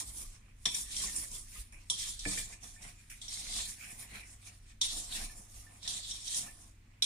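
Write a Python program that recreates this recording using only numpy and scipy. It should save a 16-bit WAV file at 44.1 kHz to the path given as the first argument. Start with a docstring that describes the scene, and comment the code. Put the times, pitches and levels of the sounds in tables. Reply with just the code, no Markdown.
"""In a small tiled kitchen a wire whisk stirs dry flour in a steel bowl, heard by a pair of microphones.
Gritty noise makes the scrape of each stroke, the swish of flour and the drag of the bowl.
Struck resonators make the clinks of wires on the wall and the knocks of the bowl on the counter.
Faint decaying sines ping now and then; a wavering appliance hum lies over the kitchen's soft hiss and
an uneven low rumble, probably handling or moving air. Feedback delays let the kitchen answer the blows."""
import sys
import numpy as np
from scipy import signal
from scipy.io import wavfile

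SR = 44100
rng = np.random.default_rng(int(sys.argv[2]) if len(sys.argv) > 2 else 0)


def store_pcm(level_fs):
    """Save levels as 16-bit WAV."""
    pcm = np.round(np.clip(level_fs, -1, 1) * 32767).astype(np.int16)
    wavfile.write(sys.argv[1], SR, np.atleast_2d(pcm).T)


N = 310885

# How alike the two microphones hear a sound. Each row: frequency in Hz, left-right likeness (1 = the same).
LIKENESS = [(30, .999), (85, .99), (170, .95), (350, .6), (700, -.1), (1400, .02), (2800, .17), (5600, 0)]
# Bright scrape of wire on steel. Each row: frequency in Hz, relative level in dB per Hz.
SCRAPE_COLOUR = [(4500, -10.5), (5100, -8.5), (5700, 3.5), (6400, 0), (7200, 2), (8200, 3.5), (9300, -9),
                 (9900, -18.5), (10800, -25)]


def from_db(db):
    """Decibels to gain."""
    return 10 ** (np.asarray(db) / 20)


def rms_one(x):
    """Scale to rms 1."""
    return x / np.sqrt(np.mean(x ** 2) + 1e-20)


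def at_hz(points, hz):
    """Read a spectrum on a log-frequency axis."""
    points = np.array(points)
    return np.interp(np.log(hz), np.log(points[:, 0]), points[:, 1])


def over_time(points):
    """Join (second, value) points by straight lines, one value per sample."""
    return np.interp(np.arange(N) / SR, *np.transpose(points))


def likeness_at(hz):
    """Left-right likeness at one frequency."""
    return np.clip(at_hz(LIKENESS, hz), -1, 1)


def lean(hz):
    """Left and right gain of the microphone pair at one frequency."""
    # Each row: frequency in Hz, left minus right in dB.
    balance = [(60, 0), (350, -.5), (700, 1), (1400, -4), (2800, -.5), (5600, .3), (9500, -3.5),
               (14000, -1.5)]
    return from_db(at_hz(balance, hz) / 2 * np.array([[1], [-1]]))


def drift(rate_hz):
    """Slow chance: noise through a double one-pole low-pass, scaled to rms 1."""
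    step = 40      # samples between drawn values
    pole = np.exp(-2 * np.pi * rate_hz * step / SR)
    noise = rng.standard_normal(N // step + 2002)
    slow = signal.lfilter([1], [1, -2 * pole, pole * pole], noise)[2000:]      # drop the filter's run-up
    return np.interp(np.arange(N) / step, np.arange(len(slow)), rms_one(slow))


def ring(clicks, hz, t60):
    """A resonator: a unit click sets a wave of height 1 ringing; zeros keep the far bands dark."""
    radius = from_db(-60 / (t60 * SR))
    turn = 2 * np.pi * hz / SR
    return signal.lfilter([.5, 0, -.5], [1, -2 * radius * np.cos(turn), radius * radius], clicks + 1e-18)


def coloured(source, spectrum, patchy_db):
    """Fifth-octave bands of a mid/side source, each with its level, flicker, likeness and balance; rms 1."""
    out = 0
    edges = 20 * 2 ** np.arange(0, 9.9, 1 / 5)
    for k, (low, high) in enumerate(zip(edges, edges[1:])):
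        hz = np.sqrt(low * high)
        if not .95 * spectrum[0][0] < hz < 1.05 * spectrum[-1][0]:
            continue
        band = signal.butter(3, [low, high], "band", fs=SR, output="sos")
        mid, side = signal.sosfilt(band, source[k % 2])
        alike = likeness_at(hz)
        pair = np.sqrt(1 + alike) * mid + np.sqrt(1 - alike) * side * [[1], [-1]]
        out = out + from_db(at_hz(spectrum, hz) + patchy_db * drift(11.0)) * pair * lean(hz)
    return rms_one(out)


def grit(per_s, spread_db, smooth):
    """Tiny slips of uneven size over a smooth rub; all paths to the microphones share the slip times."""
    size = from_db(spread_db * np.minimum(rng.exponential(1, N), 3))
    slips = (rng.random(N) < per_s / SR) * size
    burst = signal.lfilter([1], [1, -.9], rms_one(slips))      # each slip lasts a fraction of a millisecond
    return rng.standard_normal((2, 2, N)) * (smooth + rms_one(burst))


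def strike(times, modes, level_db, spread_db, contact_s, firm=0):
    """Each blow rings every mode with its own strength at each microphone; the contact chatters and dies."""
    at = np.round(np.asarray(times) * SR).astype(int)
    out = np.zeros((2, N))
    luck = rng.standard_normal((len(at), len(modes), 2))
    t = np.arange(round(.02 * SR)) / SR
    shape = np.exp(-t / contact_s)
    shape_norm = np.sqrt(2 * np.sum(shape ** 2))
    for k, (hz, mode_db, t60) in enumerate(modes):
        alike = likeness_at(hz)
        mid, side = rng.standard_normal((2, len(at), len(t))) * shape / shape_norm
        mid[:, 0] += firm * (-1) ** k      # a firm first touch
        gain = from_db(level_db(hz) + mode_db + spread_db * luck[:, k])
        force = np.zeros((2, N + len(t)))
        for channel, sign in enumerate([1, -1]):
            chatter = np.sqrt(1 + alike) * mid + sign * np.sqrt(1 - alike) * side
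            force[channel, at[:, None] + np.arange(len(t))] = gain[:, [channel]] * chatter
        out += lean(hz) * ring(force[:, :N], hz, t60)
    return out


def wall_modes():
    """A dented, hand-held wall splits each mode into close partners."""
    # Modes of the bowl wall. Each row: frequency in Hz, relative level in dB, t60 in s before any damping.
    wall = [(990, 3.5, 0.15), (1047, 9.5, 0.073), (2040, -60, .08), (2570, -57, 0.083), (3230, -2, 0.35),
            (3350, -5.5, 0.2), (3475, -1.5, 0.26), (3430, -10, 0.36), (3580, -6, 0.19), (3750, -2, .22),
            (3950, 5.5, 0.1), (3780, -19, 0.091), (4450, -51, 0.12), (4660, -9, .1), (5470, 3, 0.22),
            (5500, 8, 0.091), (5660, 3, 0.5), (5810, 15.5, 0.061), (7026, 11, 0.22), (7450, 10.5, 0.34),
            (7940, 7.5, 0.25), (8850, 18, 0.23), (9320, 19, 0.18), (9000, -10, 0.4)]
    # Each entry: relative detuning of one partner, as a fraction of the mode's frequency.
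    split = [-.012, 0, .009]
    return [(hz * (1 + detune), db, t60) for hz, db, t60 in wall for detune in split]


def room_tone():
    """Filtered noise: uneven low rumble, probably handling or moving air, and the kitchen's soft hiss; sine hum."""
    # Appliance hum. Each row: mean frequency in Hz, rms waver in Hz, centre level in dB.
    hum_tones = [(95.6, 3.01, -64.5), (119.3, 3.95, -72)]
    # Level of the low rumble. Each row: time in seconds, level in dB.
    rumble_level = [(0.0, -45), (0.51, -59.5), (1.14, -49), (1.51, -59), (1.59, -46.5), (1.9, -58),
                    (2.24, -50), (3.2, -60), (3.71, -48), (3.79, -62.5), (4.36, -53), (4.4, -61),
                    (5.24, -48), (5.5, -57), (5.59, -48), (5.71, -64), (5.87, -56), (7.05, -62.5)]
    # Rumble spectrum. Each row: frequency in Hz, relative level in dB per Hz.
    rumble_colour = [(20, -1), (28, 1.5), (40, -8.5), (52, -2.5), (64, -13.5), (80, -25.5)]
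    # Soft hiss of the kitchen. Each row: frequency in Hz, relative level in dB per Hz.
    background_colour = [(65, -48), (110, -5), (147, -8), (223, -2.5), (463, -19.5), (1400, -18),
                         (2350, -15.5), (3150, -21), (4580, -23.5), (8390, -24), (9120, -25), (12200, -38),
                         (14700, -29), (16000, -56)]
    background_db = -69
    hum = 0
    for hz, waver_hz, db in hum_tones:
        level = from_db(db + 1.63 * drift(4.3))
        phase = 2 * np.pi * np.cumsum(hz + waver_hz * drift(6.14)) / SR
        hum = hum + level * np.sqrt(2) * np.sin(phase)
    white = rng.standard_normal((2, 2, N))
    rumble = from_db(over_time(rumble_level)) * coloured(white, rumble_colour, patchy_db=0.5)
    background = from_db(background_db) * coloured(white, background_colour, patchy_db=1)
    return background + rumble + hum


def stroke_curves():
    """Each stroke swells, holds and dies in every layer; the powers of overlapping strokes add. 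In dB."""
    # Each row: full level reached in seconds, rise in s per 20 dB, hold in s, fall in s per 20 dB,
    # scrape in dB, wall ring and airy top in dB above scrape, flour swish in dB, bowl drag in dB
    # (levels before the layers are mixed).
    strokes = [ (0.0, .01, .002, 0.062, -38, -10, -6, -54.5, -48),
               (0.1, 0.11, 0.0039, 0.051, -50.5, -7, -1.5, -67, -60.5),
               (0.183, 0.16, 0.048, 0.086, -47.5, -11.5, 0, -63, -62.5),
               (0.358, 0.35, 0.0059, 0.076, -60, -10, -14, -66.5, -68.5),
               (0.462, 0.22, 0.041, 0.073, -79, -5, -4, -70.5, -74),
               (0.657, .001, 0.0027, 0.049, -33, -2, -32, -39, -48),
               (0.751, 0.1, 0.044, 0.13, -40, -10, -4.5, -54.5, -60),
               (0.925, 0.063, 0.088, 0.22, -43, -3.5, -13, -58, -65.5),
               (1.03, 0.2, 0.037, 0.16, -39, -15, -10.5, -53.5, -55.5),
               (1.163, 0.14, 0.077, 0.055, -43, -14, -1, -59, -60),
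               (1.358, 0.15, .005, 0.13, -42.5, -14.5, -5.5, -61.5, -59.5),
               (1.579, 0.12, .005, .09, -47.5, -6.5, 1.5, -54.5, -64.5),
               (1.724, .002, .005, 0.19, -62, -39.5, -2, -59.5, -67),
               (1.827, 0.3, 0.0046, 0.059, -67, -5, -13, -72, -74),
               (1.901, .001, 0.0043, 0.13, -39, -6, -28, -68, -55.5),
               (1.99, 0.045, 0.028, 0.26, -41, -2, -14, -58.5, -65),
               (2.096, 0.15, 0.0032, 0.07, -39.5, -8.5, -7, -56.5, -62),
               (2.193, 0.0045, 0.063, .1, -51, 0.5, -13, -67, -71),
               (2.286, 0.058, 0.038, 0.11, -37, -8.5, -22, -50.5, -53.5),
               (2.382, .1, 0.006, 0.12, -39.5, -7, -6, -49.5, -57.5),
               (2.5, 0.074, 0.032, 0.083, -50.5, -10, -12, -59.5, -61),
               (2.638, 0.041, 0.0098, 0.22, -50.5, -9.5, -6, -61.5, -64.5),
               (2.831, 0.077, 0.05, .1, -53, -7, -5, -56, -62),
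               (2.991, 0.042, .005, 0.23, -64, -7, -4, -64, -88),
               (3.1, .002, .015, .14, -53, -13, -3, -53.5, -75),
               (3.216, .002, 0.049, 0.19, -50.5, -2.5, -24, -65, -72.5),
               (3.284, .004, 0.066, 0.22, -43, -5.5, -17, -72, -68.5),
               (3.39, 0.2, 0.078, 0.11, -48.5, -4.5, -8, -56.5, -64.5),
               (3.572, 0.17, 0.024, .13, -37, -2.5, -15, -51, -54.5),
               (3.692, .1, 0.0044, 0.13, -42.5, -16, -4.5, -56, -65.5),
               (3.826, 0.071, 0.019, 0.13, -53.5, -9.5, 0, -50, -67.5),
               (3.904, 0.14, .005, .14, -50.5, -12, 0, -62, -62),
               (4.009, 0.094, 0.0038, 0.13, -51.5, -8.5, 1, -56.5, -59.5),
               (4.148, 0.088, 0.02, 0.12, -53.5, -3, -1, -48.5, -58),
               (4.304, 0.43, 0.04, 0.12, -57.5, -15, -7, -67.5, -70.5),
               (4.472, 0.09, .005, 0.17, -54.5, -7, -4, -59.5, -66.5),
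               (4.716, 0.16, .005, 0.064, -63.5, -4.5, -17, -66, -77),
               (4.813, 0.0022, .06, 0.14, -39.5, 0, -15, -56.5, -64),
               (4.931, 0.056, 0.044, 0.23, -40, -8.5, -11, -58.5, -58),
               (5.123, 0.036, 0.032, 0.11, -46, -1, -7, -53, -75),
               (5.185, 0.16, 0.039, 0.12, -42, -8, -5.5, -50.5, -55.5),
               (5.397, 0.39, 0.0043, 0.093, -52.5, -26, -7.5, -68.5, -63),
               (5.583, 0.24, .005, 0.14, -54.5, -10.5, -4, -67, -69),
               (5.72, 0.38, 0.04, 0.22, -61.5, -12.5, -3, -68, -67),
               (5.85, 0.047, 0.017, 0.13, -49, 1.5, -17, -60, -63),
               (5.876, .002, 0.098, 0.11, -41.5, -2, -37, -58.5, -63),
               (6.04, 0.042, .03, 0.09, -49.5, 2.5, -30, -77, -79),
               (6.11, 0.083, 0.02, 0.26, -42, -4.5, -29, -62, -65),
               (6.275, 0.053, 0.084, 0.11, -41, -4, -30, -60.5, -70),
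               (6.37, 0.046, 0.0037, 0.089, -31.5, -12, -13, -54, -59.5),
               (6.46, 0.22, 0.01, 0.092, -56, -22, 5.5, -57, -57.5),
               (6.58, 0.26, 0.1, 0.094, -61, -12.5, -6.5, -73.5, -69.5),
               (6.9, 0.19, .1, 0.22, -90, -6, -10, -75, -79),
               (7.023, 0.0018, .003, 0.085, -39, 0, -7, -46, -56), ]
    t = np.arange(0, N + 20, 20) / SR
    columns = np.transpose(strokes)[:, :, None]
    s, rise_s, hold_s, fall_s, scrape_db, ring_db, air_db, swish_db, drag_db = columns
    early = np.maximum(s - t, 0)
    late = np.maximum(t - s - np.abs(hold_s), 0)
    slope = early / np.maximum(rise_s, .001) + late / np.maximum(fall_s, .001)
    swell = from_db(-20 * slope) ** 2
    curves = []
    for db in (scrape_db, scrape_db + ring_db, scrape_db + air_db, swish_db, drag_db):
        level = 10 * np.log10(np.sum(swell * from_db(db) ** 2, axis=0) + 1e-14)
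        curves.append(np.interp(np.arange(N) / SR, t, level))
    scrape, wall, air, swish, drag = curves
    return scrape, wall - scrape, air - scrape, swish, drag


def rubbed_modes(rub, low_hz, high_hz):
    """Wall modes kept ringing by the rub; the contact travels, so each swells and fades. Rms 1."""
    total = 0
    for k, (hz, db, t60) in enumerate(wall_modes()):
        if low_hz < hz < high_hz:
            level = from_db(db + 5 * drift(7))
            # flour and hand damp the ring
            total = total + level * lean(hz) * ring(rub[k % 2], hz, .15 * t60)
    return rms_one(total)


def scraping():
    """Wires on steel: gritty hiss, broad wall ring and its modes; flour swish and a resonant base below."""
    # The rubbed wall. Each row: frequency in Hz, relative level in dB per Hz.
    rasp_colour = [(2700, -46), (3200, -11.5), (3600, 2.5), (4200, 3), (4900, -1)]
    # Airy top. 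Each row: frequency in Hz, relative level in dB per Hz.
    air_colour = [(10000, 6), (11500, -8), (14000, -6), (16000, -21)]
    # Flour swish. Each row: frequency in Hz, relative level in dB per Hz.
    swish_colour = [(1300, -15), (1750, 1), (2050, 1.5), (2400, 4), (2750, -0.5), (3100, -7.5)]
    # Bowl drag. Each row: frequency in Hz, relative level in dB per Hz.
    drag_colour = [(120, 2), (200, 4.5), (320, -4), (450, -7), (720, -6.5), (900, -7), (1150, -1.5),
                   (1500, -24)]
    # Base resonance in the drag. Each row: time in seconds, its rms as a share of the drag noise.
    base_share = [(0, 0.12), (2.3, 0.18), (2.7, 0.75), (4.2, 0.35), (5.0, 0.65), (5.7, 0.61), (6.6, 0.55),
                  (7.05, 0.39)]
    base_hz, base_t60_s = 715, 0.051
    scrape_db, ring_db, air_db, swish_db, drag_db = stroke_curves()

    catch = from_db(1.44 * drift(20.5))      # the wires catch and skip
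    rub = grit(900, spread_db=2.5, smooth=5.0) * catch
    hiss = coloured(rub, SCRAPE_COLOUR, patchy_db=2.5)
    broad = coloured(rub, rasp_colour, patchy_db=2.5)
    air = coloured(rub, air_colour, patchy_db=2.5)
    low_modes = rubbed_modes(rub, 2900, 4600)
    high_modes = rubbed_modes(rub, 4600, 12000)
    wall = from_db(ring_db) * (.75 * broad + .65 * low_modes)
    wires = from_db(scrape_db) * (.85 * hiss + .5 * high_modes + wall + from_db(air_db) * air)

    flour = grit(600, spread_db=6.0, smooth=1.83)
    swish = coloured(flour, swish_colour, patchy_db=4.0)
    base = rms_one(ring(flour[0], base_hz, base_t60_s))
    drag = coloured(flour, drag_colour, patchy_db=2.5) + np.clip(over_time(base_share), 0, 2) * base
    return wires + from_db(swish_db) * swish + from_db(drag_db) * drag


def pings():
    """Single softly struck partials: sines with a quick rise and a decay, louder on the right."""
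    # Each row: start in seconds, level in dB before rise, decay and pan, frequency in Hz, t60 in s.
    ping_list = [(0.249, -56, 1180, 0.048), (1.039, -38.5, 1090, 0.029), (1.082, -50.5, 1820, 0.19),
                 (1.237, -46, 1110, 0.024), (1.558, -55, 1230, 0.093), (2.762, -54, 1790, 0.13),
                 (3.664, -55, 1766, 0.2), (5.296, -53.5, 1760, 0.17), (5.666, -53, 1780, 0.13),
                 (6.337, -50.5, 1850, 0.11), (6.482, -48, 1765, 0.097)]
    out = np.zeros((2, N))
    t = np.arange(round(.2 * SR)) / SR
    for s, peak_db, hz, t60 in ping_list:
        envelope = from_db(peak_db - 60 * t / t60) * (1 - np.exp(-t / 0.0012))
        tone = envelope * np.sin(2 * np.pi * hz * t)
        start = round(s * SR)
        out[:, start:start + len(t)] += tone * from_db([[-1.5], [1.5]])
    return out


def knocks():
    """The bowl's foot knocks: the counter's low modes thud and the steel foot's modes rattle."""
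    # Each row: start in seconds, thud level in dB, steel rattle level in dB (both before a fixed cut).
    knock_list = [(0.653, -40, -47), (1.169, -48, -64), (2.253, -26.5, -24), (2.374, -48, -32.5),
                  (2.526, -66, -42), (4.112, -48.5, -57), (4.81, -56, -73), (4.96, -45, -58),
                  (5.182, -54, -60)]
    # Modes of the counter. Each row: frequency in Hz, relative level in dB, t60 in s.
    counter_modes = [(73.5, -10.5, 0.38), (114.5, -5.5, 0.35), (161, -8, 0.15), (193.7, -2, 0.44),
                     (243.2, -8, 0.29), (295.6, 3.5, 0.14), (370, -17, 0.17), (469.6, -4, 0.16),
                     (643, -10, 0.2), (725, 0, 0.066)]
    # Modes of the steel foot. Each row: frequency in Hz, relative level in dB, t60 in s.
    foot_modes = [(1740, -8, .1), (1790, -8, .12), (2040, -8, .06), (2120, -10, .07), (2310, -4, .08),
                  (2360, -4, .09), (2430, -5, .08)]
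    s, thud_db, rattle_db = np.transpose(knock_list)

    def thud_level(hz):
        return thud_db[:, None] - 15.5

    def rattle_level(hz):
        return rattle_db[:, None] - 5

    thud_delay_s = 0.00797      # the thud starts after the rattle
    thud = strike(s + thud_delay_s, counter_modes, thud_level, spread_db=1.0, contact_s=0.021, firm=1.2)
    soft = signal.butter(2, 1000, fs=SR, output="sos")      # the counter is a soft contact
    rattle = strike(s, foot_modes, rattle_level, spread_db=2, contact_s=0.0035)
    return signal.sosfilt(soft, thud) + rattle


def clinks():
    """Wires strike the wall: a short noisy crack, then the wall modes ring."""
    # Each row: start in seconds, level in dB before fixed trims, then dB above the main ring near 1 kHz,
    # 5.6 kHz and 8 kHz (the last two before fixed cuts), pan in dB (positive is left),
    # centre of the main ring in Hz.
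    clink_list = [(0.6549, -16, -23, -9, -23.5, 3, 3520), (0.7458, -30, -36, -4, -9, 7, 3500),
                  (0.9652, -33.5, -36, 0.5, -28, 2, 3220), (1.162, -51.5, -18, 10, 14, -1, 4150),
                  (1.3145, -49.5, -1, -16, 3.5, 6, 4000), (1.723, -60.5, -5, -5, -0.5, 4, 3030),
                  (1.8994, -16.5, -31.5, -10, -20, -1.0, 3150), (2.1917, -41, -31, 3, -11, 0, 3440),
                  (2.6318, -57, -23, 4, -6, -21, 3980), (2.819, -60, -18, 15, -7, -2, 4260),
                  (3.097, -60, -21, -12, 0, 2, 3480), (3.215, -35.5, -36, -19, -21, 14, 3260),
                  (3.2804, -36.5, -41, 3.5, -33, -3, 3840), (4.814, -13, -29, -12, -24, 0, 3660),
                  (5.1231, -30.5, -27, -18, -27, 4, 3770), (5.8279, -42, -28, 1, -21, -8, 4000),
                  (5.876, -24.5, -34, -7.5, -20.5, 0, 3650), (6.11, -30.5, -40, -4, -33, -4, 3680),
                  (6.2767, -30.5, -40, -4, -28, -6, 3750), (6.345, -28, -33, -7, -10, -1, 3960),
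                  (7.0227, -14, -48, -8.5, -24.5, -3, 3800), (7.0404, -20, -34, -25, -20, 0, 3490)]
    # Crack of a clink. Each row: frequency in Hz, relative level in dB per Hz.
    crack_colour = [(2700, -22), (3100, 1), (3500, 7.5), (3900, 4), (4400, -28)]
    held_t60_share = 0.69      # the holding hand shortens the ring of a struck wall
    s, peak_db, low_db, mid_db, high_db, pan_db, centre_hz = np.transpose(clink_list)
    sides = np.outer(pan_db / 2, [1, -1])

    def level_db(hz):
        colour = [np.interp(hz, [1000, 2500, 4400, 5600, 8000], [low, 0, 0, mid - 3, high - 4])
                  for low, mid, high in zip(low_db, mid_db, high_db)]
        # the spot struck picks its modes
        off_centre_db = 8 * np.minimum(np.abs(hz - centre_hz) / 400, 1) * (2900 < hz < 4600)
        return (peak_db + colour - off_centre_db)[:, None] + sides - 18.5

    blows = np.zeros((2, N))
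    blows[:, np.round(s * SR).astype(int)] = from_db([peak_db - 8, peak_db + high_db + 8])
    t = np.arange(round(.03 * SR)) / SR
    burst = (1 - np.exp(-t / .0005)) * np.exp(-t / .003)
    body, top = signal.fftconvolve(blows, [burst])[:, :N]
    white = rng.standard_normal((2, 2, N))
    cracks = body * coloured(white, crack_colour, patchy_db=0)
    cracks = cracks + top * coloured(white, SCRAPE_COLOUR, patchy_db=0)
    held_modes = [(hz, db, held_t60_share * t60) for hz, db, t60 in wall_modes()]
    return cracks + strike(s, held_modes, level_db, spread_db=3, contact_s=.003)


def kitchen(x):
    """Reverberation: six feedback delays a side, duller on every round, stepped block by block."""
    t60_s, wall_cut_hz = 0.49, 11000
    out = np.zeros((2, N))
    dull = np.exp(-2 * np.pi * wall_cut_hz / SR)
    lags = (rng.uniform(.015, .045, size=12) * SR).astype(int)
    for k, lag in enumerate(lags):
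        loop = x.copy()
        gain = from_db(-60 * lag / SR / t60_s)
        state = [0.]
        for i in range(lag, N, lag):
            back, state = signal.lfilter([gain * (1 - dull)], [1, -dull], loop[i - lag:i], zi=state)
            loop[i:i + lag] += back[:N - i]
        out[k % 2] += (loop - x) * (-1) ** (k // 2)      # echoes only, with mixed signs
    return out


def scene():
    """Blows ring in the kitchen, over the scraping and the room tone."""
    kitchen_db = -16
    blows = clinks() + knocks() + pings()
    echoes = from_db(kitchen_db) * kitchen(blows[0])      # fed from the left microphone
    return blows + echoes + scraping() + room_tone()


def record(dry):
    """A steep low-pass cuts the top."""
    cutoff_hz = 15400
    low_pass = signal.cheby2(16, 70, 1.05 * cutoff_hz, fs=SR, output="sos")      # 70 dB down at its edge
    return signal.sosfilt(low_pass, dry)


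dry = scene()
out = record(dry)
store_pcm(out)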